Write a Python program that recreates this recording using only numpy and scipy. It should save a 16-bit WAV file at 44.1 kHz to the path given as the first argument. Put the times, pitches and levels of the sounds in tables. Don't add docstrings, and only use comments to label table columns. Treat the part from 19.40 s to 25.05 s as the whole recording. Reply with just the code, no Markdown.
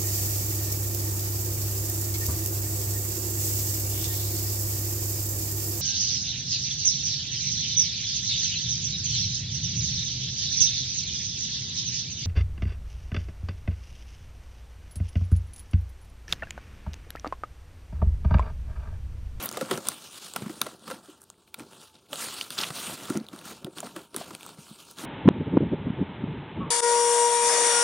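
import sys
import numpy as np
from scipy import signal
from scipy.fft import rfft, irfft, next_fast_len
from scipy.io import wavfile
from scipy.ndimage import uniform_filter1d, map_coordinates

SR = 44100
rng = np.random.default_rng(int(sys.argv[2]) if len(sys.argv) > 2 else 0)


def waveform_to_disk(signal):
    frames = np.transpose(np.atleast_2d(signal))
    scaled = np.clip(frames, -1, 1) * 32767
    samples = np.round(scaled).astype(np.int16)
    wavfile.write(sys.argv[1], SR, samples)


N = 249311

# pitch_hz, level_db
AIR_COLOUR = [(25, -9), (87, 10.5), (232, -15), (400, 8.5), (700, -120)]
# time_s, pitch_hz, level_db
WHINE_PATH = [(0, 875, -74), (3, 880, -74), (4.8, 930, -69), (5.65, 935, -67)]
# start_s, level_db (peak of the panels), pitch_hz (panel), skin_share_db
BOX_KNOCKS = [(0.168, -25, 554, 3.5), (0.208, -19.5, 486, -1.5), (0.22, -24, 227, -6),
              (0.308, -18.5, 390.5, 2.5), (0.372, -29.5, 485.4, -1), (0.958, -33, 185, 12),
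              (1.019, -25, 172, -33.5), (1.057, -24, 234.2, -11), (1.092, -28, 267.5, -7),
              (1.211, -34.5, 200, 11), (1.262, -29.5, 584.6, 2.5), (1.475, -39.5, 516.5, 8.5),
              (1.498, -36.5, 514, 9), (1.508, -29.5, 550, 3.5), (1.68, -40, 320, -15),
              (2.2, -34, 296, -7.5), (2.727, -28.5, 689, 2), (3.301, -30.5, 150, 6),
              (3.697, -16, 242.1, -11.5), (3.750, -21, 222, -35), (3.764, -18.5, 252, -15.5),
              (3.805, -27, 229.5, -29), (3.927, -30.5, 250, -7), (4.241, -26.5, 195.9, -21.5),
              (4.264, -30.5, 375, -11.5), (4.427, -29.5, 693, -33), (4.56, -30, 365, 0),
              (4.741, -30, 380, -3), (4.764, -31, 204, -1), (4.809, -27.5, 684, -26.5),
              (4.904, -36.5, 340.3, 4), (5.181, -34.5, 196, -12.5), (5.305, -36, 198, -30.5),
              (5.634, -27.5, 248, -11)]
# pitch_hz, width_hz, level_db (before the place of contact counts)
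BOX_PANELS = [(151.7, 43, 8), (221.8, 38.6, 3.5), (297.4, 52, 4.5), (360, 79.6, 7), (397, 110, 1.5),
              (530.6, 35, 6.5), (714, 140, 1.5)]
# pitch_hz, width_hz, level_db
CARDBOARD_SKIN = [(514, 320, 1), (890, 272, 6.5), (1166, 156, 7), (1380, 139, 11), (1580, 1190, 1)]
# start_s, level_db (peak before the hollow cut), pitch_hz (ring)
TAPE_SNAPS = [(0.0889, -16, 5340), (0.1128, -21, 884), (0.1257, -20.5, 6520), (0.312, -17, 2530),
              (0.3747, -20.5, 6400), (0.47, -18, 9080), (0.4853, -4, 9200), (0.936, -21, 7010),
              (0.9619, -10.5, 2560), (1.2148, -2.5, 3850), (1.9, -28.5, 6450), (2.076, -45.5, 2540),
              (2.142, -18.5, 2490), (2.1432, -21.5, 3700), (2.188, -31.5, 8800), (2.1951, -27.5, 2404),
              (2.7301, -17, 3000), (2.7565, -22, 3450), (3.104, -16, 3570), (3.6535, -23.5, 2976),
              (3.699, -19, 7549), (3.7722, -20, 5940), (3.865, -35.5, 4005), (3.8854, -29, 3700),
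              (3.961, -28, 1300), (3.9891, -29, 3670), (4.0125, -31.5, 2530), (4.054, -25, 1265),
              (4.245, -22, 4390), (4.3831, -23.5, 3320), (4.4029, -19, 7550), (4.562, -27, 2788),
              (4.591, -34.5, 3080), (4.7432, -27.5, 3680), (4.7625, -12.5, 8040), (4.949, -24, 3030),
              (5.008, -29.5, 2520), (5.03, -26.5, 2300), (5.063, -23, 1090), (5.09, -28.5, 799),
              (5.511, -30.5, 9480), (5.585, -25, 3750)]
# start_s, length_s, level_db, pitch_hz (colour)
EDGE_RASPS = [(0.024, 0.035, -31, 13520), (0.0563, 0.005, -23, 13000), (0.33, 0.0085, -37, 3970),
              (1.804, 0.04, -52.5, 8950), (2.524, 0.084, -60, 3440), (3.0108, 0.0029, -22, 3100),
              (3.177, 0.019, -27.5, 3750), (3.203, 0.016, -30, 4300), (3.228, 0.016, -27.5, 2803)]
# start_s, hold_s, level_db (scratch), weight_db (on the box)
HAND_DRAGS = [(0, 0.047, -41, 2), (0.141, 0.14, -47, 3.5), (0.307, 0.03, -40, 5.5),
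              (0.454, 0.066, -42.5, -3), (0.588, 0.075, -47, -10.5), (0.725, 0.16, -45.5, -12.5),
              (0.962, 0.066, -49.5, -1), (1.079, 0.12, -49.5, -4.5), (1.225, 0.066, -50, 3.5),
              (1.344, 0.147, -63, 1.5), (1.471, 0.07, -51, 3.5), (1.637, 0.072, -57.5, 1),
              (2.197, 0.01, -53.5, 9), (2.311, 0.0487, -57, -0.5), (2.415, 0.035, -52, -8),
              (2.744, .29, -40.5, -10), (2.81, 0.02, -33.5, -12.5), (3.112, 0.027, -43, -8),
              (3.188, 0.05, -34.5, -5), (3.348, 0.19, -38.5, -7.5), (3.599, 0.1242, -45, -3),
              (3.928, 0.11, -54.5, 4.5), (4.06, 0.063, -45, -1.5), (4.369, 0.024, -49, 0),
              (4.447, 0.0202, -49.5, 4), (4.563, 0.037, -50.5, 3), (4.767, 0.058, -46, -2),
              (4.878, 0.24, -54, 0), (5.203, 0.31, -52.5, -10.5), (5.597, .1, -44, 2)]
# scratch_db, rustle_db, rumble_db
RESTING_HANDS = [-67.5, -70, -67]
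# pitch_hz, level_db
SCRATCH_COLOUR = [(1530, -14.5), (2820, 2), (4190, 1), (5530, -3), (7570, -3), (9470, 1.5), (10600, -11.5),
                  (13200, -8.5), (15500, -13)]
# pitch_hz, level_db
RUMBLE_COLOUR = [(30, -27.5), (183, -2), (362, -8.5), (471, -9.5), (700, -14.5), (910, -17), (1540, -120)]

AIR_DB = -67.5
TOP_HZ = 15800
CRACK_GROWS = 0.26
RISE_DB_PER_S, FALL_DB_PER_S = 448, 182.5
SKIN_DB, SKIN_SHARE = -2.5, 0.54
RATTLE_DB, RATTLE_DB_PER_S = -22, 167
GAP_HZ, GAP_WIDTH_HZ, GAP_DEPTH, TEAR_DB = 2030, 630, 0.95, -55.5
STEP = 64


def amp(db):
    return 10 ** (np.asarray(db) / 20)


def unit(x):
    return x / np.sqrt(np.mean(x ** 2) + 1e-20)


def peak(x):
    return x / np.max(np.abs(x))


def add(track, s, sound):
    part = track[round(s * SR):][:len(sound)]
    part += sound[:len(part)]


def curves(rows):
    s, *cols = np.transpose(rows)
    return [np.interp(np.arange(N) / SR, s, c) for c in cols]


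def wobble(rate):
    knots = rng.standard_normal(int(N * rate / SR) + 4)
    return map_coordinates(knots, [np.arange(N) * rate / SR])


def filtered(x, response):
    m = next_fast_len(x.shape[-1] + 4096)
    return irfft(rfft(x, m) * response(np.fft.rfftfreq(m, 1 / SR)), m)[..., :x.shape[-1]]


def resonances(modes):
    def response(f):
        total = 0
        for k, (centre, width, db) in enumerate(modes):
            mode = 1j * f * width / (centre * centre - f * f + 1j * f * width)
            total = total + (-1) ** k * amp(db) * mode
        return total
    return response


def ring(hz, width):
    return lambda f: resonances([(hz, width, 0)])(f) ** 2


def colour(points):
    def response(hz):
        f, db = np.transpose(points)
        curve_db = np.interp(np.log(hz + 1), np.log(f), np.maximum(db, -60))
        ceps = irfft(np.log(amp(curve_db)))
        half = len(ceps) // 2
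        ceps[1:half] *= 2
        ceps[half + 1:] = 0
        return np.exp(rfft(ceps))
    return response


def air():
    return amp(AIR_DB) * unit(filtered(rng.standard_normal(N), colour(AIR_COLOUR)))


def room(x, t60):
    t = np.arange(SR // 4) / SR
    shared, own = rng.standard_normal(len(t)), rng.standard_normal(len(t))
    tail = shared + 0.0043 * np.outer([1, -1], own)
    tail = tail * amp(-60 * t / t60) * (t > .004)
    tail = amp(-21) * tail / np.linalg.norm(tail[0])
    tail[:, round(.003 * SR)] += amp(-21.5)
    return signal.fftconvolve(x[None], tail, axes=1)[:, :N]


def whine():
    hz, db = curves(WHINE_PATH)
    level = amp(db + 4 * wobble(6))
    return level * np.sin(2 * np.pi * np.cumsum(hz + 7 * wobble(30)) / SR)


def knocks():
    out, t = np.zeros(N), np.arange(SR // 6) / SR
    for s, db, hz, skin_db in BOX_KNOCKS:
        fade = np.exp(-t / 0.0039) + 0.096 * np.exp(-t / 0.035)
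        push = (1 - np.exp(-t / 0.0012)) * fade * rng.standard_normal(len(t))
        push = push + 0.64 * np.exp(-t / 0.00035)
        near = resonances([(c, w, level - 22 * abs(np.log2(c / hz))) for c, w, level in BOX_PANELS])
        panels = peak(filtered(push, lambda f: near(f) * 1j * f / (110 + 1j * f)))
        crunch = push * np.exp(-t / 0.012)
        skin = peak(filtered(crunch, resonances(CARDBOARD_SKIN)))
        skin = skin + 0.474 * peak(filtered(crunch, colour(SCRATCH_COLOUR)))
        add(out, s + .0025, amp(db) * (panels + amp(skin_db) * skin))
    return out


def swell(s, hold, db, fall):
    t = np.arange(0, N, STEP) / SR
    rise_db = RISE_DB_PER_S * np.maximum(s - t, 0)
    fall_db = fall * np.maximum(t - s - hold, 0)
    return amp(db - rise_db - fall_db) ** 2


def handling():
    power = amp(RESTING_HANDS)[:, None] ** 2
    for s, hold, db, weight_db in HAND_DRAGS:
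        layers_db = db + np.array([0, SKIN_DB + SKIN_SHARE * weight_db, weight_db])
        power = power + swell(s, hold, layers_db[:, None], FALL_DB_PER_S)
    rattle = sum(swell(s, 0, db + RATTLE_DB, RATTLE_DB_PER_S) for s, db, *_ in BOX_KNOCKS)
    power[1:] += rattle * np.array([[0.15], [1]])
    return np.sqrt([np.interp(np.arange(N), np.arange(0, N, STEP), p) for p in power])


def tick(hz, crack):
    t = np.arange(SR // 60) / SR
    burst = amp(-60 * t / .003) * rng.standard_normal(len(t))
    burst[0] = 3
    burst[rng.integers(8, 40):][:40] += 0.62 * burst[:40]
    sharp = burst - .5 * np.roll(burst, 1)
    film = 2.02 * crack * unit(filtered(sharp, colour(SCRATCH_COLOUR)))
    film = film + unit(filtered(burst, ring(hz, 0.48 * hz)))
    return peak(film + 0.55 * unit(filtered(burst, resonances(CARDBOARD_SKIN))))


def crackle(count=420):
    out, rustle = np.zeros(N), handling()[1]
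    busy = np.cumsum(rustle ** 0.6)
    for share, pitch, size in rng.random((count, 3)):
        at = np.searchsorted(busy, share * busy[-1])
        level = rustle[at] * amp(5.5 + 10 * size ** 2)
        add(out, at / SR, level * tick(900 * 9 ** pitch, crack=0.24))
    return out


def snaps():
    out = np.zeros(N)
    for s, db, hz in TAPE_SNAPS:
        add(out, s + 0.00118, amp(db) * tick(hz, crack=amp(CRACK_GROWS * db)))
    return out - 1.1 * filtered(out, resonances([(GAP_HZ, 400, 0)]))


def rasps():
    out = np.zeros(N)
    for s, length, db, hz in EDGE_RASPS:
        envelope = np.sin(np.pi * np.linspace(0, 1, round(length * SR)) ** 1.2) ** .5
        fibres = amp(6.7 * wobble(347)[:len(envelope)]) * rng.standard_normal(len(envelope))
        film = unit(filtered(fibres, ring(hz, 0.66 * hz)))
        skin = 0.26 * unit(filtered(fibres, resonances(CARDBOARD_SKIN)))
        add(out, s, amp(db) * envelope * unit(film + skin))
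    return out


def grit(rate, smooth, lumps):
    happens = rng.random(N) < rate / SR
    slips = happens * rng.standard_normal(N) * amp(2 * rng.exponential(size=N))
    return lumps * (unit(slips) + smooth * rng.standard_normal(N))


def patchy(x, depth_db):
    z = signal.stft(x, nperseg=256)[2]
    field = uniform_filter1d(rng.standard_normal(z.shape), size=9, axis=0)
    field = uniform_filter1d(field, size=16, axis=1)
    return signal.istft(z * amp(depth_db * unit(field)), nperseg=256)[1][:N]


def rubbing():
    scratch, rustle, rumble = handling()
    bumps = wobble(50) + wobble(160)
    film = patchy(grit(1500, smooth=2.08, lumps=amp(1.27 * bumps)), depth_db=2.5)
    skin = grit(150, smooth=1.82, lumps=amp(1.53 * bumps))
    hollow = grit(300, smooth=1.5, lumps=amp(1.5 * bumps + 2.5 * wobble(16)))
    face = scratch * unit(filtered(film, colour(SCRATCH_COLOUR)))
    face = face + rustle * unit(filtered(skin, resonances(CARDBOARD_SKIN)))
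    light = GAP_DEPTH / (1 + (rustle / amp(TEAR_DB)) ** 4)
    low = filtered(face, resonances([(GAP_HZ * 0.93, GAP_WIDTH_HZ, 0)]))
    high = filtered(face, resonances([(GAP_HZ * 1.07, GAP_WIDTH_HZ, 0)]))
    drift = (1 + np.tanh(wobble(5))) / 2
    face = face - light * (drift * high + (1 - drift) * low)
    return face + rumble * unit(filtered(hollow, colour(RUMBLE_COLOUR)))


def scene():
    near = rubbing() + rasps() + snaps() + crackle() + knocks()
    direct = near * amp([[-.04], [.04]])
    return direct + room(near, t60=.1) + whine() + air()


def record(dry):
    return filtered(dry, lambda hz: (1j * hz / (60 + 1j * hz)) ** 2 * (hz < TOP_HZ))


dry = scene()
out = record(dry)
waveform_to_disk(out)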